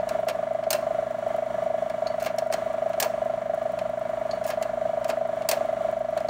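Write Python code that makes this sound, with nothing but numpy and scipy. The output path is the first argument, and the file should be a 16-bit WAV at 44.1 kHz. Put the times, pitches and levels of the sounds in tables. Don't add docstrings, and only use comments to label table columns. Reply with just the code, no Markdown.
import sys
import numpy as np
from scipy import signal
from scipy.fft import rfft, irfft
from scipy.io import wavfile
from scipy.ndimage import uniform_filter1d

SR = 44100
rng = np.random.default_rng(int(sys.argv[2]) if len(sys.argv) > 2 else 0)


def master(y):
    cut = np.clip(np.atleast_2d(y).T, -1, 1)
    pcm = np.round(cut * 32767)
    wavfile.write(sys.argv[1], SR, pcm.astype(np.int16))


N = 277389
TIME = np.arange(N) / SR
FREQ = np.maximum(np.fft.rfftfreq(N, 1 / SR), 1)

# freq_hz, relative_level_db
HOUSING_CURVE = [(300, -39), (465, -12), (505, -21.5), (552, -30), (580, 7), (606, 6), (652, 11),
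                 (690, 0.5), (730, 2.5), (770, -10), (860, -28), (1170, -27.5), (2100, -38.5), (3500, -56),
                 (9000, -93.5)]
# freq_hz, relative_level_db
RASP_CURVE = [(500, -6.5), (900, -3.5), (1400, 2.5), (2100, -4), (2800, -13.5), (6000, -23), (12000, -46.5)]
# centre_hz, width_hz, peak_db
DUCT_PEAKS = [(192, 50, 6.5), (1164, 89, 6.5), (1377, 110, 5.5), (1690, 110, 7), (2018, 115, 7.5),
              (2258, 100, 8), (2940, 110, 5.5), (3350, 210, 3), (4430, 160, 4), (5870, 190, 5),
              (7090, 540, 6), (7600, 150, -0.5), (8820, 400, 7.5), (9600, 350, 4)]
# freq_hz, gain_db
LINKAGE_CURVE = [(100, -21), (300, -10), (600, 18.5), (1000, 11), (2500, 3), (3600, 1), (5000, 2.5),
                 (8000, 2), (10500, -5.5), (13000, -1.5), (15000, 0.5), (16000, -9)]
# centre_hz, width_hz, peak_db
CASE_PEAKS = [(1666, 44, 10), (2190, 140, 3), (2570, 390, 4), (2720, 30, 6.5), (3144, 110, 5),
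              (4190, 170, 6), (4530, 160, 6), (5040, 91, 4.5), (5540, 88, 6), (6350, 110, 4.5),
              (6970, 130, 3.5), (8020, 220, 1), (9560, 250, 7.5), (15300, 250, 6.5)]
# freq_hz, gain_db
CHASSIS_CURVE = [(80, -19.5), (230, -11.5), (430, -4), (540, -2), (620, 9.5), (760, -21), (1100, -14.5),
                 (2000, -36.5), (6000, -57.5)]
# freq_hz, relative_level_db, t60_s
SPRING_MODES = [(4075, -4, .04), (4250, -5, .03), (4380, -2, .045), (4495, -14, .22), (4555, -4, .035),
                (4640, -2, .045), (5319, -18, .06), (6550, -11, .05)]
# freq_hz, gain_db
TICK_CURVE = [(2000, -23), (7000, 4.5), (13000, 0), (15000, 3)]
# mains_multiple, rms_level_db
HUM_TONES = [(2, -53), (4, -50.5), (6, -76.5)]
# mean_freq_hz, mean_rms_level_db
WHIRR_TONES = [(57.4, -63), (178.6, -56.5), (398.5, -62), (952.8, -57), (985.3, -61.5), (1043.7, -59.5),
               (3186, -76)]
# freq_hz, relative_level_db
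AIR_CURVE = [(20, -30), (48, -8), (90, -9.5), (190, -5.5), (320, -5.5), (640, -5.5), (850, -3),
             (1250, -7.5), (1900, -16), (2500, -20), (3900, -23.5), (5000, -33), (5600, -29.5),
             (8400, -32.5), (10500, -41), (15500, -37.5)]

# start_s, relative_level_db
ADVANCE_STARTS = [(-.224, 0.5), (2.0701, 1.5), (4.3106, 1), (6.285, -1)]
# delay_s, relative_level_db, treble_db, body_db, t60_s
ADVANCE_PATTERN = [(.129, -32, -5, 2, 0.11), (.155, -34.5, 14, -8, 0.045), (.191, -28, 6, 12.5, 0.045),
                   (.314, -17.5, -21, -3.5, 0.03)]
# start_s, first_level_db, second_level_db, body_db
RELEASE_KNOCKS = [(.2848, -14.5, -20.5, 3.5), (2.5245, -17, -14.5, 1), (5.0873, -29.5, -20, 8.5)]
# start_s, relative_level_db, latch_zing_db
RETURN_STARTS = [(0.7044, 0.5, -27), (3.0, 1, -24), (5.488, 1.5, -30)]
# delay_s, relative_level_db, treble_db, body_db, t60_s
RETURN_PATTERN = [(-.068, -35, -28, 11, 0.022), (0, -8.5, 3.5, -8.5, 0.05), (.0245, -8, -5.5, -3, .043),
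                  (.044, -26, -7, 7.5, 0.035)]
# start_s, relative_level_db, treble_db, body_db
FINGER_TOUCHES = [(1.8971, -30.5, 0, 8.5), (3.7886, -25, -27, 10), (5.0437, -18, -20, -0.5),
                  (6.1745, -23, -12, 7.5), (6.203, -29, -14, -16)]

FAN_HZ, FIRST_KNOCK_TURNS = 25.153, .735
SAG_HZ, SAG_AFTER_S, SAG_WIDTH_S = .21, .12, .38
KNOCK_DB = -25.5
PING_DB = -34
LEVER_AFTER_S, LEVER_SLIDE_S, LEVER_DB = .15, .063, -48
RELEASE_GAP_S, RELEASE_TREBLE_DB, RELEASE_T60_S = .0117, -21, .029
SLIP_LEAD_S, SLIP_S, SLIP_DB = .0099, .023, -47.5
TOUCH_T60_S = .02
MAINS_HZ, TOP_HZ = 60, 16000


def undb(db):
    return 10 ** (np.asarray(db) / 20)


def unit(x):
    return x / np.sqrt(np.mean(x ** 2))


def walk(rate_hz):
    hold = int(SR / rate_hz)
    steps = np.repeat(rng.standard_normal(N // hold + 1), hold)
    return 1.3 * uniform_filter1d(uniform_filter1d(steps, hold), hold)[:N]


def colour(x, points, peaks=()):
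    hz, db = np.transpose(sorted(points))
    curve_db = np.interp(np.log(FREQ), np.log(hz), db)
    for centre_hz, width_hz, peak_db in peaks:
        curve_db = curve_db + peak_db / (1 + (2 * (FREQ - centre_hz) / width_hz) ** 2)
    cepstrum = irfft(np.log(undb(curve_db)), N)
    cepstrum[1:N // 2] *= 2
    cepstrum[N // 2:] = 0
    return irfft(rfft(x) * np.exp(rfft(cepstrum)), N)


def band(x, hz, kind):
    return signal.sosfilt(signal.butter(2, min(hz, SR / 2 - 1), kind, fs=SR, output="sos"), x)


def fade(t, t60_s):
    return np.exp(-np.log(1000) * t / max(t60_s, 1e-3))


def rise(t, rise_s):
    return 1 - np.exp(-t / rise_s)


def add(track, start_s, sound):
    i = int(start_s * SR)
    sound = sound[max(-i, 0):max(N - i, 0)]
    track[max(i, 0):max(i, 0) + len(sound)] += sound


def fan_turns():
    load = sum(np.exp(-((TIME - start_s - SAG_AFTER_S) / SAG_WIDTH_S) ** 2) for start_s, _ in ADVANCE_STARTS)
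    return np.cumsum(FAN_HZ - SAG_HZ * load) / SR - FIRST_KNOCK_TURNS


def drive(turns, knock_db, jitter_s=.0001, spread_db=.5, wall_s=.0195, wall_db=-21, shiver_db=-21):
    count = np.arange(int(turns[-1]) + 1)
    late, size = rng.standard_normal((2, len(count)))
    times_s = np.interp(count, turns, TIME) + jitter_s * late
    knocks = np.zeros(N)
    knocks[np.clip((times_s * SR).astype(int), 0, N - 1)] = undb(spread_db * size)
    shiver = undb(shiver_db) * rng.standard_normal(N)
    ring = unit(colour(unit(knocks) + shiver, HOUSING_CURVE))
    echo = np.interp(TIME - wall_s, TIME, ring, left=0)
    return (ring + undb(wall_db) * echo) * undb(knock_db)


def disperse(x, spread_s):
    lag_s = spread_s * np.clip(np.log2(640 / FREQ), -1 / 4, 1 / 4)
    phase = 2 * np.pi * np.cumsum(lag_s) * SR / N
    return irfft(rfft(x) * np.exp(-1j * phase), N)


def purr(turns, sway_db=.3):
    knocks = drive(turns, KNOCK_DB + sway_db * walk(8))
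    long_share = np.clip(.5 + .35 * walk(20), 0, 1)
    return (1 - long_share) * disperse(knocks, .002) + long_share * disperse(knocks, .007)


def rub(turns, rub_db=-50, t60_s=.12):
    grit = rng.standard_normal(N) * undb(2 * walk(900))
    since_knock_s = turns % 1 / FAN_HZ
    return unit(colour(grit * fade(since_knock_s, t60_s), RASP_CURVE, DUCT_PEAKS)) * undb(rub_db)


def changer_blows():
    blows = [(*touch, TOUCH_T60_S) for touch in FINGER_TOUCHES]
    for strokes, pattern in ((ADVANCE_STARTS, ADVANCE_PATTERN), (RETURN_STARTS, RETURN_PATTERN)):
        for start_s, stroke_db, *_ in strokes:
            blows += [(start_s + delay_s, stroke_db + db, *tone) for delay_s, db, *tone in pattern]
    for start_s, first_db, second_db, body_db in RELEASE_KNOCKS:
        tone = RELEASE_TREBLE_DB, body_db, RELEASE_T60_S
        blows += [(start_s, first_db, *tone), (start_s + RELEASE_GAP_S, second_db, *tone)]
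    return blows


def clicks(blows, trim_db=-11, treble_trim_db=3, body_trim_db=-3, body_ring=2.67, treble_ring=.51):
    out, t = np.zeros(N), TIME[:SR // 4]
    for start_s, db, treble_db, body_db, t60_s in blows:
        low, mid, top = rng.standard_normal((3, len(t)))
        body = band(low, 3340, "low") * undb(body_db + body_trim_db) * fade(t, t60_s * body_ring)
        mid = band(band(mid, 3000, "high"), 12500, "low") * fade(t, t60_s)
        treble = band(top, 9500, "high") * undb(treble_db + treble_trim_db) * fade(t, t60_s * treble_ring)
        add(out, start_s, undb(db + trim_db) * (body + mid + treble) * rise(t, .0007))
    return out


def jolts(blows, trim_db=-4, t60_s=.15):
    out, t = np.zeros(N), TIME[:SR // 4]
    for start_s, db, _, body_db, _ in blows:
        thud = rng.standard_normal(len(t)) * fade(t, t60_s) * rise(t, .0059)
        add(out, start_s, undb(db + body_db + trim_db) * thud)
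    return colour(out, CHASSIS_CURVE)


def latch(ring_hz=14750, width_hz=500, t60_s=.054, bounce_s=.044, bounce_db=-14):
    out, t = np.zeros(N), TIME[:SR // 8]
    resonator = signal.iirpeak(ring_hz, ring_hz / width_hz, SR)
    for start_s, _, db in RETURN_STARTS:
        for lag_s, drop_db in ((0, 0), (bounce_s, bounce_db)):
            zing = unit(signal.lfilter(*resonator, rng.standard_normal(len(t))))
            add(out, start_s + lag_s, undb(db + drop_db) * zing * fade(t, t60_s) * rise(t, .00082))
    return out


def spring(tick_db=1):
    out, t = np.zeros(N), TIME[:SR // 3]
    for start_s, db in ADVANCE_STARTS:
        ring = sum(undb(mode_db) * fade(t, t60_s) * np.sin(2 * np.pi * (hz * t + rng.random()))
                   for hz, mode_db, t60_s in SPRING_MODES)
        tick = band(rng.standard_normal(len(t)), 4800, "low") * fade(t, .047) * undb(tick_db)
        add(out, start_s, undb(PING_DB + db) * (ring + tick) * rise(t, .00044))
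    return out


def changer_slides():
    levers = [(start_s + LEVER_AFTER_S, LEVER_SLIDE_S, LEVER_DB + db) for start_s, db in ADVANCE_STARTS]
    slips = [(start_s - SLIP_LEAD_S, SLIP_S, SLIP_DB) for start_s, *_ in RELEASE_KNOCKS]
    return levers + slips


def scrapes(slides, grain_rate_hz=450, grain_spread_db=5):
    out, t = np.zeros(N), TIME[:SR // 50]
    for start_s, length_s, db in slides:
        n = max(int(length_s * SR), 2)
        hits = rng.random(n) < grain_rate_hz / SR
        grains = hits * undb(grain_spread_db * rng.standard_normal(n)) + 1e-9
        swell = np.hanning(n + 2)[1:-1] ** .5
        rattle = rng.standard_normal(len(t)) * fade(t, .021)
        add(out, start_s, undb(db) * unit(signal.fftconvolve(grains * swell, rattle)))
    return out


def changer():
    blows = changer_blows()
    contacts = colour(clicks(blows) + scrapes(changer_slides()), LINKAGE_CURVE, CASE_PEAKS)
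    return contacts + spring() + latch() + jolts(blows)


def ticking(rate_hz=11, tick_db=-55, scatter_db=4, late_periods=.16, t60_s=.023):
    out, t = np.zeros(N), TIME[:SR // 20]
    for k, (late, size) in enumerate(rng.standard_normal((100, 2))):
        tick = rng.standard_normal(len(t)) * fade(t, t60_s)
        add(out, (k + late_periods * late) / rate_hz, undb(tick_db + scatter_db * size) * tick)
    return colour(out, TICK_CURVE)


def motor(waver_db=3, drift_hz=.837):
    hum = sum(undb(db) * np.sin(2 * np.pi * (multiple * MAINS_HZ * TIME + rng.random()))
              for multiple, db in HUM_TONES)
    whirr = np.zeros(N)
    for hz, db in WHIRR_TONES:
        cycles = np.cumsum(hz + drift_hz * walk(8)) / SR
        whirr += undb(db + waver_db * walk(5.2)) * np.sin(2 * np.pi * cycles)
    return np.sqrt(2) * (hum + whirr)


def air(air_db=-43, flutter_db=1.5):
    return unit(colour(rng.standard_normal(N), AIR_CURVE, DUCT_PEAKS)) * undb(air_db + flutter_db * walk(13))


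def room(x, wet_db=-13, low_t60_s=.41, mid_t60_s=.38, top_t60_s=.21, mid_db=-9.5, top_db=-4):
    t = TIME[:SR // 2]
    low, mid, top = rng.standard_normal((3, len(t)))
    low = band(low, 1600, "low") * fade(t, low_t60_s)
    mid = band(band(band(mid, 3000, "high"), 9500, "low"), 9500, "low") * fade(t, mid_t60_s) * undb(mid_db)
    top = band(top, 10500, "high") * fade(t, top_t60_s) * undb(top_db)
    tail = (low + mid + top) * rise(t, .00087)
    return x + undb(wet_db) * signal.fftconvolve(x, tail / np.linalg.norm(tail))[:N]


def scene():
    turns = fan_turns()
    machine = purr(turns) + rub(turns) + ticking() + motor() + air()
    return (machine + room(changer()))[None]


def record(dry):
    return signal.sosfilt(signal.ellip(10, .2, 80, TOP_HZ, fs=SR, output="sos"), dry)


dry = scene()
out = record(dry)
master(out)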